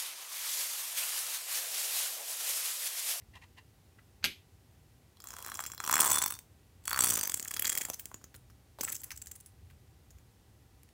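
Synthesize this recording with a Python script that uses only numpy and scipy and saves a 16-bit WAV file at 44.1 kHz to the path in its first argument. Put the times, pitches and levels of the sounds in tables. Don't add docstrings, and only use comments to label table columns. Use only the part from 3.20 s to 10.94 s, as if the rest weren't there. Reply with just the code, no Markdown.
import sys
import numpy as np
from scipy import signal
from scipy.fft import rfft, irfft
from scipy.io import wavfile

SR = 44100
rng = np.random.default_rng(int(sys.argv[2]) if len(sys.argv) > 2 else 0)


def rack_gain(trim_db):
    fader = np.asarray(trim_db, float)
    return 10 ** (fader / 20)


def waveform_to_disk(signal):
    frames = np.transpose(np.atleast_2d(signal))
    scaled = np.clip(frames, -1, 1) * 32767
    samples = np.round(scaled).astype(np.int16)
    wavfile.write(sys.argv[1], SR, samples)


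N = 341268

# [f/Hz, level/dB per Hz]
AIR_SPECTRUM = [(15, -40), (25, -28), (43, 0), (92, -0.5), (172, -16), (422, -24), (584, -29.5),
                (766, -29.5), (1220, -34.5), (1880, -35.5), (15200, -42), (16500, -51.5)]
# [f/Hz, level/dB]
HUM_LINES = [(780.6, -81.5), (1943, -85.5)]
# [t/s, rise/dB]
RUMBLE_SWELLS = [(.17, 4), (2.952, 8), (3.85, 12.5), (5.3, 4), (5.95, 6), (6.5, 10.5), (6.699, 3), (7.0, 6),
                 (7.38, 4)]
AIR_DB, RUMBLE_DB, SWELL_S = -65, -64, 0.13

# [t/s, length/s, level/dB, slip colour f/Hz, share of the skin's ring]
FINGER_RUBS = [
    (.02, .004, -62, 2000, .2),
    (.143, .012, -66, 1900, .9),
    (.157, .006, -55, 2800, .9),
    (.17, .015, -60, 1000, .9),
    (.224, .01, -61, 2000, .9),
    (.24, .012, -61, 1000, .9),
    (.385, .018, -59, 1900, .9),
    (.791, .007, -49, 1650, .03),
]
# [f/Hz, width/Hz, level/dB]
SKIN_MODES = [(990, 130, 11), (1880, 115, 14.5), (2410, 88, 5.5), (2710, 100, 11), (3800, 200, -9)]

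# [t/s, level/dB, hardness f/Hz]
CLACK_CONTACTS = [
    (1.0278, -36, 2400),
    (1.0312, -40, 5000),
    (1.0368, -30, 2800),
    (1.0411, -21, 16000),
    (1.0421, -14.5, 16000),
    (1.0469, -16.5, 10000),
    (1.0529, -19, 8500),
    (1.0578, -19, 8500),
]
# [f/Hz, level/dB, t60/s]
CLACK_RING = [(165, -27, .12), (230, -23, .05), (340, -27, .04), (800, -10, .008), (1600, -3, .006),
              (2400, -2, .009), (3300, -1, .007), (4500, 2, .007), (5900, -20, .11), (7700, -16, .02),
              (11600, -17, .07), (12100, -4, .006), (13100, -15, .06)]
# [low f/Hz, high f/Hz, level/dB, t60/s]
CLACK_BODY = [(148, 400, -42, 0.19), (2180, 3650, -32.5, 0.24), (3500, 3800, -50, .2),
              (9000, 13500, -35, 0.11)]
CLACK_DB = 6.5

# [t/s, time to the snap/ms, snap level/dB, plop level/dB]
FIRST_PUFFS = [(1.97, 1.1, -53, -61), (2.0023, 1.5, -42, -48), (2.0404, 0.75, -37.5, -42.5),
               (2.086, 1.8, -37, -47), (2.1053, .7, -37.5, -43), (2.1314, 7.5, -45, -40),
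               (2.1663, 0.22, -35.5, -38), (2.1858, 0.29, -39, -41), (2.2251, 0.6, -35, -58),
               (2.2474, 0.51, -36.5, -39), (2.2627, 1.1, -32, -36.5), (2.2822, 0.79, -36, -49),
               (2.2986, 2.1, -35.5, -45), (2.3182, 0.8, -35.5, -29), (2.3495, 3, -33.5, -62),
               (2.3721, 0.27, -36, -50), (2.3915, 0.76, -32.5, -23.5), (2.4035, 3.2, -30.5, -30),
               (2.4381, 1, -32, -36), (2.4528, 0.62, -37, -35.5), (2.4625, 1.6, -27, -62),
               (2.5002, 0.51, -42, -40.5), (2.5183, 0.22, -33, -64), (2.5473, 0.87, -38.5, -53),
               (2.5787, 0.25, -36, -43), (2.6022, 0.22, -29.5, -26), (2.624, 7.8, -43.5, -62),
               (2.6385, 3.2, -28.5, -27), (3.166, 0.87, -55, -46), (3.1895, 0.77, -35.5, -69)]
SECOND_PUFFS = [(3.638, 2.1, -52, -78), (3.6538, 2.8, -35.5, -79), (4.1192, 0.48, -27.5, -38),
                (4.141, 3.3, -22, -32), (4.1696, 6, -30, -63), (4.1971, 0.26, -26.5, -36.5),
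                (4.226, 1.8, -28, -59), (4.2472, 2.6, -29.5, -74), (4.2556, 1.5, -51.5, -36),
                (4.2771, 5.6, -27.5, -48), (4.3097, 4.7, -28.5, -30), (4.3392, 3.8, -26.5, -37),
                (4.3653, 5.1, -26.5, -29), (4.394, 2.9, -21, -29), (4.4218, 2.4, -22.5, -29),
                (4.445, 6.9, -25, -24), (4.455, 0.37, -22, -62), (4.4696, 8.6, -23, -27),
                (4.495, 4.7, -21.5, -26), (4.52, 7.4, -25, -28), (4.528, 2.5, -28, -55),
                (4.542, 0.79, -40, -50), (4.5521, 1.6, -23, -31), (4.5746, 3.1, -21, -26),
                (4.611, 8.2, -25, -27.5), (4.628, 7.7, -36, -40), (4.65, 2.45, -27, -30.5),
                (4.6856, 14.6, -36, -36), (4.7, 0.75, -23, -28.5), (4.7343, 10, -33, -43.5)]
DREGS_PUFFS = [(5.5872, 21.3, -43, -31.5), (5.609, 1.35, -20.5, -56), (5.6118, 2.3, -26.5, -57),
               (5.633, 3.6, -26.5, -32), (5.643, 6.5, -26, -50), (5.6773, 6.7, -32.5, -28),
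               (5.6883, 13.6, -29.5, -49), (5.719, 7.2, -25.5, -60), (5.7298, .6, -35, -39),
               (5.746, 8.5, -31, -55), (5.757, 8.5, -33, -61), (5.797, 10, -42.5, -66),
               (5.835, 9, -30, -42.5), (5.906, 2.6, -34, -33), (5.9155, 3.9, -31.5, -32.5)]
LONE_PUFFS = [(2.02, 1.0, -49, -77), (3.152, 0.37, -40, -65), (4.789, 2.8, -47, -63),
              (4.795, 1.7, -32, -68), (4.856, 0.7, -29.5, -53), (4.9153, 2, -51, -37),
              (4.943, 1.1, -36, -41), (5.041, 1.44, -40, -48.5), (5.143, 7.1, -43, -41),
              (5.158, 5.6, -45.5, -72), (5.3, 4.7, -54.5, -51), (5.959, 5.2, -42, -72),
              (5.9743, 2.3, -38.5, -70), (6.017, 5.5, -34.5, -67), (6.0588, 1.9, -43.5, -67),
              (6.07, 1.6, -39.5, -48.5), (6.114, 3.36, -34, -50), (6.154, 8, -41.5, -51),
              (6.2025, 6.9, -43.5, -62), (6.26, 1.6, -42.5, -79), (6.5006, 9.3, -56, -50.5),
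              (6.9057, 1.7, -52, -62), (6.9846, 1.1, -55.5, -60), (7.6326, .4, -50.5, -57.5),
              (7.6898, .6, -57, -59)]
FIRST_FLUTTER_PUFFS = [(2.65, 0.45, -29, -37), (2.6632, 0.53, -30.5, -36), (2.6764, 0.41, -22.5, -26),
                       (2.6908, 1.1, -27, -41.5), (2.6959, 0.33, -28, -19.5), (2.71, 4.7, -20, -24.5),
                       (2.7266, 1.1, -21, -20.5), (2.7387, 3.14, -18, -15), (2.7554, 1, -15.5, -23.5),
                       (2.767, 0.74, -24.5, -15.5), (2.7795, 1.05, -22.5, -22), (2.7907, 3.8, -23, -16),
                       (2.802, 5.8, -11, -24.5), (2.8138, 4.6, -18, -23.5), (2.8291, 5.7, -20, -18.5),
                       (2.8435, 5.6, -20, -24.5), (2.8577, 5.6, -18, -20.5), (2.8682, 8.9, -21, -26),
                       (2.887, 5.9, -25, -30), (2.8992, 6.3, -20.5, -34), (2.9135, 5, -18.5, -22.5),
                       (2.9286, 4.7, -20.5, -46), (2.942, 4.4, -20.0, -25.5), (2.956, 4.3, -19, -26.5),
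                       (2.972, 0.7, -23, -23), (2.9838, 4.0, -17, -30.5), (3.0025, 8.9, -42, -34),
                       (3.0179, 6.6, -21, -30), (3.038, 2.92, -19.5, -29), (3.0605, 1.54, -20.5, -26),
                       (3.0779, 4.4, -24.5, -45), (3.1033, 4.2, -26, -33), (3.1228, 0.6, -28.5, -35),
                       (3.1267, 0.5, -40, -48), (3.1393, 0.66, -34, -48)]
SECOND_FLUTTER_PUFFS = [(3.6786, 0.53, -25, -25), (3.6932, 3.9, -31, -36), (3.708, 0.38, -29, -66),
                        (3.713, 0.64, -33.0, -23.5), (3.7296, 2, -23.5, -21.5), (3.7447, 0.3, -31, -24),
                        (3.761, 1.8, -25, -24), (3.7744, 3.2, -27.0, -20), (3.7902, 1.05, -20.5, -22),
                        (3.8057, 3, -16.5, -22.5), (3.8216, 6.1, -21.5, -27.0), (3.8377, 7.3, -17, -22),
                        (3.8529, 8.6, -23, -30), (3.87, 6.4, -21, -27), (3.8857, 7.6, -23, -32),
                        (3.9008, 7.2, -21.0, -30.5), (3.92, 5.6, -25.5, -32), (3.9338, 6.3, -23.5, -37),
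                        (3.9542, 4, -23.0, -40), (3.971, 5.6, -22.0, -26.5), (3.9893, 5.9, -23.5, -32.5),
                        (4.0115, 0.64, -25.5, -31.5), (4.031, 5.7, -25.5, -32.5), (4.0502, 5.8, -30, -33),
                        (4.0731, 2.9, -26, -35), (4.0961, 1.7, -26.5, -33.5)]
FILM_SPITS = [(2.071, 1.26, -36.5, -48), (2.119, 1, -43, -54), (2.137, 1, -38, -60), (2.273, 1, -35.5, -39),
              (2.289, .6, -48, -35), (2.342, 0.77, -31, -45), (2.355, 0.46, -32, -54), (2.424, 1, -40, -42),
              (2.535, 1.2, -41, -40), (3.672, 3.3, -33, -70), (4.116, .4, -35, -60), (4.201, 2.1, -30, -63),
              (4.582, 3, -23.5, -51), (4.615, 1.1, -23.5, -33), (4.718, 4, -45, -70),
              (5.014, 5.6, -55, -51), (5.623, 8, -37, -68), (5.812, 6, -40, -75)]
NECK_CLOSING_MS = (3.1, 2.1, 3.5, 4.6, 2.0, 2.2, 2.2)
GAP_WHISTLE_HZ = [
    [3800, 4580, 12100, 7300, 6800, 6200, 4070, 14200, 13000, 6400, 15500, 11700, 11400, 5750, 6700, 7800,
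     7300, 7700, 5600, 6840, 7500, 7500, 7500, 15600, 4200, 7600, 15400, 5920, 14600, 14500],
    [8000, 8200, 7300, 7800, 9300, 7000, 7300, 7300, 8100, 7500, 9600, 7550, 5260, 11800, 14800, 7200, 4400,
     7300, 7500, 8950, 6900, 15500, 7240, 14400, 7200, 9000, 7200, 11400, 6200, 6200],
    [4100, 6200, 7000, 15500, 7900, 15500, 7800, 12300, 7600, 7300, 6600, 7600, 11800, 5240, 6100],
    [7140, 6000, 15300, 15300, 7050, 6850, 6850, 6400, 4100, 9860, 5500, 7600, 7500, 7800, 9900, 7300, 7600,
     9900, 9700, 10600, 4200, 6800, 6850, 11300, 5400],
    [11340, 7310, 8200, 12300, 6700, 12600, 7370, 7300, 7550, 7500, 9300, 7500, 9000, 9200, 7380, 9100,
     9000, 7740, 9200, 7600, 7770, 9500, 9400, 8900, 7900, 9800, 7800, 7900, 8500, 15000, 12500, 15600,
     8500, 10600, 8300],
    [7800, 11700, 12700, 8100, 4455, 4400, 6400, 7000, 8500, 8000, 8000, 9670, 8720, 8370, 9100, 8320, 7350,
     9060, 7000, 8400, 6100, 8400, 8000, 6200, 14500, 7800],
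    [7300, 6500, 6200, 7500, 11000, 9000, 7000, 9000, 11000, 10500, 9000, 8000, 7500, 7200, 15000, 7000,
     15300, 15000],
]
SEAL_TEAR_DB = (-35, -12, -17, -8.5, -7, -7, -18)
SHUT_PLOP_DB = (3, -8, 0.5, -5, 0.5, -8, -11)
BROAD_SHARE = (.6, 0.7, 0.49, 0.63, 0.61, 0.84, .45)
CLOSING_SPREAD = .45
# [t/s, plop f/Hz, air push level/dB against the snap]
WET_LIPS = [(2.0, 1065, -16), (2.7, 960, -10.5), (3.101, 892, -12.5), (3.65, 1067, -18), (3.9, 1030, -4.5),
            (4.05, 1195, -10.5), (4.64, 1510, -13.5), (4.694, 545, -0.5), (4.74, 664, -39), (4.9, 676, 3),
            (5.15, 1250, 0.5), (5.61, 540, -6.5), (5.68, 1490, -14), (5.9, 1530, -22)]
# [f/Hz, level/dB per Hz]
JET_SPECTRUM = [(880, -42.5), (1500, -7.5), (2150, -8), (3450, -6.5), (3780, -9.5), (4340, -7.5),
                (7540, -4.5), (13500, -8), (15100, -5.5), (16000, -10.5), (16500, -22.5)]
HISS_FROM_HZ, HISS_DULL = 5200, 0.56

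# [t/s, level/dB]
FILM_FIZZ = [
    [(1.99, -97), (2.06, -58.5), (2.15, -58), (2.21, -55.5), (2.33, -56.5), (2.47, -66), (2.56, -68),
     (2.66, -54.5), (2.85, -40), (3.05, -55), (3.25, -86)],
    [(3.62, -84), (3.72, -52), (3.88, -49), (4.1, -56.5), (4.4, -56.5), (4.55, -49.5), (4.76, -64),
     (5.0, -76)],
    [(5.585, -75), (5.7, -50.5), (5.8, -70), (5.88, -62), (5.95, -78), (6.3, -83)],
]

# [start f/Hz, end f/Hz, level/dB, t60/s]
POCKET_MODES = [
    ((1.95, 3.3), [(1050, 930, -8, .012), (3310, 3700, -11, .11), (4050, 4650, -16, .1), (5150, 5950, -16.5, .1), (5600, 6550, -16, .09), (7380, 8400, -17, .05)]),
    ((3.6, 4.1), [(1050, 1000, -14, .008), (3370, 3560, -19, .06), (4430, 4800, -15, .1), (7900, 8700, -23, .03)]),
    ((3.78, 4.1), [(5750, 6250, -13, .06)]),
    ((4.1, 4.68), [(3350, 3270, -13, .055), (4830, 4790, -24, .04), (6600, 6800, -26, .03), (7700, 7500, -26, .025)]),
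    ((4.68, 5.4), [(3270, 3180, -24, .04), (6100, 6300, -22, .03), (6800, 7000, -19, .04)]),
    ((5.55, 6.35), [(6200, 6300, -23, .02), (7800, 7500, -20, .015)]),
]
POCKET_BENDS = (3, 1.6, 1.3, 1, 1, 1)
POCKET_RISES = (3, -4.5, -0.2, 9, 1, -3.5)

ROOM_T60_S, ROOM_TOP_T60_S, ROOM_DB, WALL_CUT_HZ = 0.14, 0.23, -13.5, 5400


def rms_one(x):
    return x / np.sqrt(np.mean(x ** 2) + 1e-20)


def butter(x, order, hz, kind):
    return signal.sosfilt(signal.butter(order, hz, kind, fs=SR, output="sos"), x)


def band(x, low_hz, high_hz, order=2):
    return butter(x, order, [low_hz, min(high_hz, .45 * SR)], "band")


def coloured(x, spectrum):
    hz, level_db = np.transpose(spectrum)
    grid = np.maximum(np.fft.rfftfreq(4096, 1 / SR), 1)
    cepstrum = irfft(np.log(rack_gain(np.interp(np.log(grid), np.log(hz), level_db))))
    cepstrum[1:2048] *= 2
    cepstrum[2049:] = 0
    response = irfft(np.exp(rfft(cepstrum)))
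    return signal.fftconvolve(x, rms_one(response) / 64)[:N]


def resonance(x, hz, width_hz):
    r = np.exp(-np.pi * width_hz / SR)
    poles = [1, -2 * r * np.cos(2 * np.pi * hz / SR), r * r]
    return signal.lfilter(np.array([1, 0, -1]) * (1 - r * r) / 2, poles, x)


def gliding_ring(x, hz, t60):
    turn = np.exp(2j * np.pi * np.cumsum(hz) / SR)
    r = rack_gain(-60 / (t60 * SR))
    return np.real(turn * signal.lfilter([np.sqrt(2 - 2 * r * r)], [1, -r], x / turn))


def add(track, s, sound):
    i = int(s * SR)
    track[i:i + len(sound)] += sound[:N - i]


def background():
    t = np.arange(N) / SR
    air = butter(coloured(rng.standard_normal(N), AIR_SPECTRUM), 2, 170, "high")
    rumble = rms_one(band(coloured(rng.standard_normal(N), AIR_SPECTRUM), 57, 150, order=3))
    swell_db = sum(db * np.exp(-((t - s) / SWELL_S) ** 2) for s, db in RUMBLE_SWELLS)
    hum = sum(rack_gain(db - 1.5) * np.sin(2 * np.pi * hz * t) for hz, db in HUM_LINES)
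    return rack_gain(AIR_DB) * rms_one(air) + rack_gain(RUMBLE_DB + swell_db) * rumble + hum


def rubs():
    t, out = np.arange(4000) / SR, np.zeros(N)
    for s, length, level_db, hz, share in FINGER_RUBS:
        swell = np.exp(-2 * ((t - .02) / length) ** 2)
        crackle = rack_gain(2.0 * np.minimum(rng.exponential(1, len(t)), 4))
        slips = swell * rng.standard_normal(len(t)) * crackle
        skin = sum(rack_gain(db) * resonance(slips, mode_hz, width) for mode_hz, width, db in SKIN_MODES)
        own_colour = resonance(resonance(slips, hz, 1000), hz, 1000)
        add(out, s - .02, rack_gain(level_db) * (2.5 * share * skin + 1.7 * own_colour + .04 * share * slips))
    return out


def clack():
    out, t = np.zeros(N), np.arange(6000) / SR
    for s, level_db, hard_hz in CLACK_CONTACTS:
        ring = np.zeros(len(t))
        for hz, db, t60 in CLACK_RING:
            own_db = rng.normal(0, 2.5)
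            ring += rack_gain(db + own_db) * np.sin(2 * np.pi * hz * t) * rack_gain(-60 * t / t60)
        contact = band(rng.standard_normal(len(t)) * np.exp(-t * 600), 1500, 5500)
        crack = (.22 * ring + .6 * contact) * np.minimum(t / .0004, 1)
        add(out, s, rack_gain(CLACK_DB + level_db) * butter(crack, 2, hard_hz, "low"))
    t = np.arange(SR // 2) / SR
    for low_hz, high_hz, level_db, t60 in CLACK_BODY:
        rustle = rms_one(band(rng.standard_normal(len(t)), low_hz, high_hz))
        add(out, CLACK_CONTACTS[4][0], rack_gain(level_db - 60 * t / t60) * np.minimum(t / 0.0076, 1) * rustle)
    return out


def all_puffs():
    rows = []
    groups = [FIRST_PUFFS, SECOND_PUFFS, DREGS_PUFFS, LONE_PUFFS,
              FIRST_FLUTTER_PUFFS, SECOND_FLUTTER_PUFFS, FILM_SPITS]
    for group, closing_ms, hz, *habits in zip(groups, NECK_CLOSING_MS, GAP_WHISTLE_HZ,
                                              SEAL_TEAR_DB, SHUT_PLOP_DB, BROAD_SHARE):
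        s, snap_ms, snap_db, plop_db = np.transpose(group)
        chance = rng.standard_normal(len(s)).clip(-2, 2)
        open_ms = snap_ms + closing_ms * np.exp(CLOSING_SPREAD * chance)
        habit_columns = [np.full(len(s), h) for h in habits]
        rows.append(np.transpose([s, snap_ms, open_ms, snap_db, plop_db, hz] + habit_columns))
    return np.vstack(rows)


def puff_of_air(ms, snap_ms, open_ms, seal, late):
    white = rng.standard_normal(len(ms)).clip(-2, 2)
    tick = 1.6 * seal * np.exp(-ms / 0.12)
    flutter = rack_gain(1.8 * np.sin(2 * np.pi * (ms / 3.1 + late)))
    opening = np.clip(2 * seal + ms / snap_ms, 0, 1)
    shutting = np.exp(-np.maximum(ms - snap_ms, 0) / max(0.87 * (open_ms - snap_ms), .6))
    held = rack_gain(-10.0) * flutter * opening * shutting
    snap = np.exp(-np.abs(ms - snap_ms) / np.where(ms < snap_ms, .5, .7))
    drain = rack_gain(-29.0) * np.exp(-ms / 14) * np.minimum(ms / snap_ms, 1)
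    puff = white * (np.maximum(np.maximum(tick, held), snap) + drain)
    return 2.28 * puff / np.abs(puff).max()


def lip_plop(ms, lips_hz, late):
    pitch_hz = lips_hz * (.9 + .2 * late) * (1 + .9 * np.exp(-ms / 1.0))
    plop = np.sin(2 * np.pi * np.cumsum(pitch_hz) / SR) * np.exp(-ms / 1.3) * np.minimum(ms / 0.21, 1)
    end_hz = pitch_hz[-1]
    return band(plop, .75 * end_hz, 5 * end_hz), end_hz


def neck():
    jet, plops, ms = np.zeros(N), np.zeros(N), np.arange(2400) / SR * 1000
    lips_s, lips_hz, push_db = np.transpose(WET_LIPS)
    for s, snap_ms, open_ms, snap_db, plop_db, hz, tear_db, shut_db, broad in all_puffs():
        late = rng.random()
        snap_ms = max(snap_ms, .3)
        seal = rack_gain(np.clip(plop_db - snap_db + 13.5, tear_db, -2))
        puff = puff_of_air(ms, snap_ms, open_ms, seal, late)
        bright = butter(puff, 3, HISS_FROM_HZ, "high")
        hiss = puff + (1 - HISS_DULL) * np.minimum(ms / 1.8, 1) * (bright - puff)
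        whistle = 1.2 * resonance(puff, min(hz, .4 * SR), 900) + 0.32 * resonance(puff, 15000, 1100)
        add(jet, s, rack_gain(snap_db) * (broad * hiss + whistle))

        plop, end_hz = lip_plop(ms, np.interp(s, lips_s, lips_hz), late)
        closing = rack_gain(shut_db + 8 * late - 5) * min(snap_ms / 5, 1) ** 2
        dull_hiss = band(puff, .75 * end_hz, 1.8 * end_hz, order=3)
        add(plops, s, rack_gain(plop_db + 1.5) * (plop / (1 + closing) + dull_hiss))
        add(plops, s + snap_ms / 1000, rack_gain(plop_db + 0.5) * closing * plop)

        push = np.sin(2 * np.pi * 290 * ms / 1000) * np.exp(-ms / 0.94)
        add(plops, s + late * snap_ms / 1000, rack_gain(snap_db + np.interp(s, lips_s, push_db)) * push)
    return coloured(jet, JET_SPECTRUM), butter(plops, 2, 130, "high")


def pocket(jet):
    out = np.zeros(N)
    for ((start, end), modes), bend, rise_db in zip(POCKET_MODES, POCKET_BENDS, POCKET_RISES):
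        part = jet[int(start * SR):int(end * SR)]
        emptied = np.linspace(0, 1, len(part)) ** bend
        driven = part * rack_gain(rise_db * (2 * emptied - 1).clip(-1, 0))
        for start_hz, end_hz, level_db, t60 in modes:
            hz = start_hz + (end_hz - start_hz) * emptied
            add(out, start, rack_gain(level_db) * gliding_ring(driven, hz, t60))
    return out


def fizz():
    t, level_db = np.arange(N) / SR, np.full(N, -120.)
    for curve in FILM_FIZZ:
        s, db = np.transpose(curve)
        on = (t >= s[0]) & (t <= s[-1])
        level_db[on] = np.interp(t[on], s, db)
    sizes = rack_gain(4.5 * np.minimum(rng.exponential(1, N), 4))
    clumps = np.repeat(rng.exponential(1, N // 128 + 1), 128)[:N]
    bursts = rng.random(N) < 4000 * clumps / SR
    grains = sizes * rng.standard_normal(N) * bursts
    bright = rms_one(coloured(grains + .45 * rng.standard_normal(N), JET_SPECTRUM))
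    dull = rms_one(band(grains, 410, 2100))
    return rack_gain(level_db) * (bright + rack_gain(-3.5) * dull)


def room(x):
    t = np.arange(SR // 2) / SR
    cloud = rng.standard_normal(len(t)) * np.minimum(t / 0.015, 1)
    low = band(cloud, 250, WALL_CUT_HZ)
    top = cloud - low
    tail = low * rack_gain(-60 * t / ROOM_T60_S) + 0.66 * top * rack_gain(-60 * t / ROOM_TOP_T60_S)
    return signal.fftconvolve(x, tail / np.linalg.norm(tail))[:N]


def scene():
    quiet_room = background()
    rubbing = rubs()
    knock = clack()
    jet, plops = neck()
    escaping = jet + fizz()
    near = escaping + pocket(escaping + 0.21 * plops) + plops + rubbing
    reflections = rack_gain(ROOM_DB) * room(near + rack_gain(1.5) * knock)
    return (near + knock + reflections + quiet_room)[None]


def roll_off(x):
    return signal.sosfilt(signal.butter(12, 16990, fs=SR, output="sos"), x)


def record(dry):
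    mix = signal.sosfilt(signal.cheby2(10, 40, 16600, fs=SR, output="sos"), dry)
    return roll_off(mix)


dry = scene()
out = record(dry)
waveform_to_disk(out)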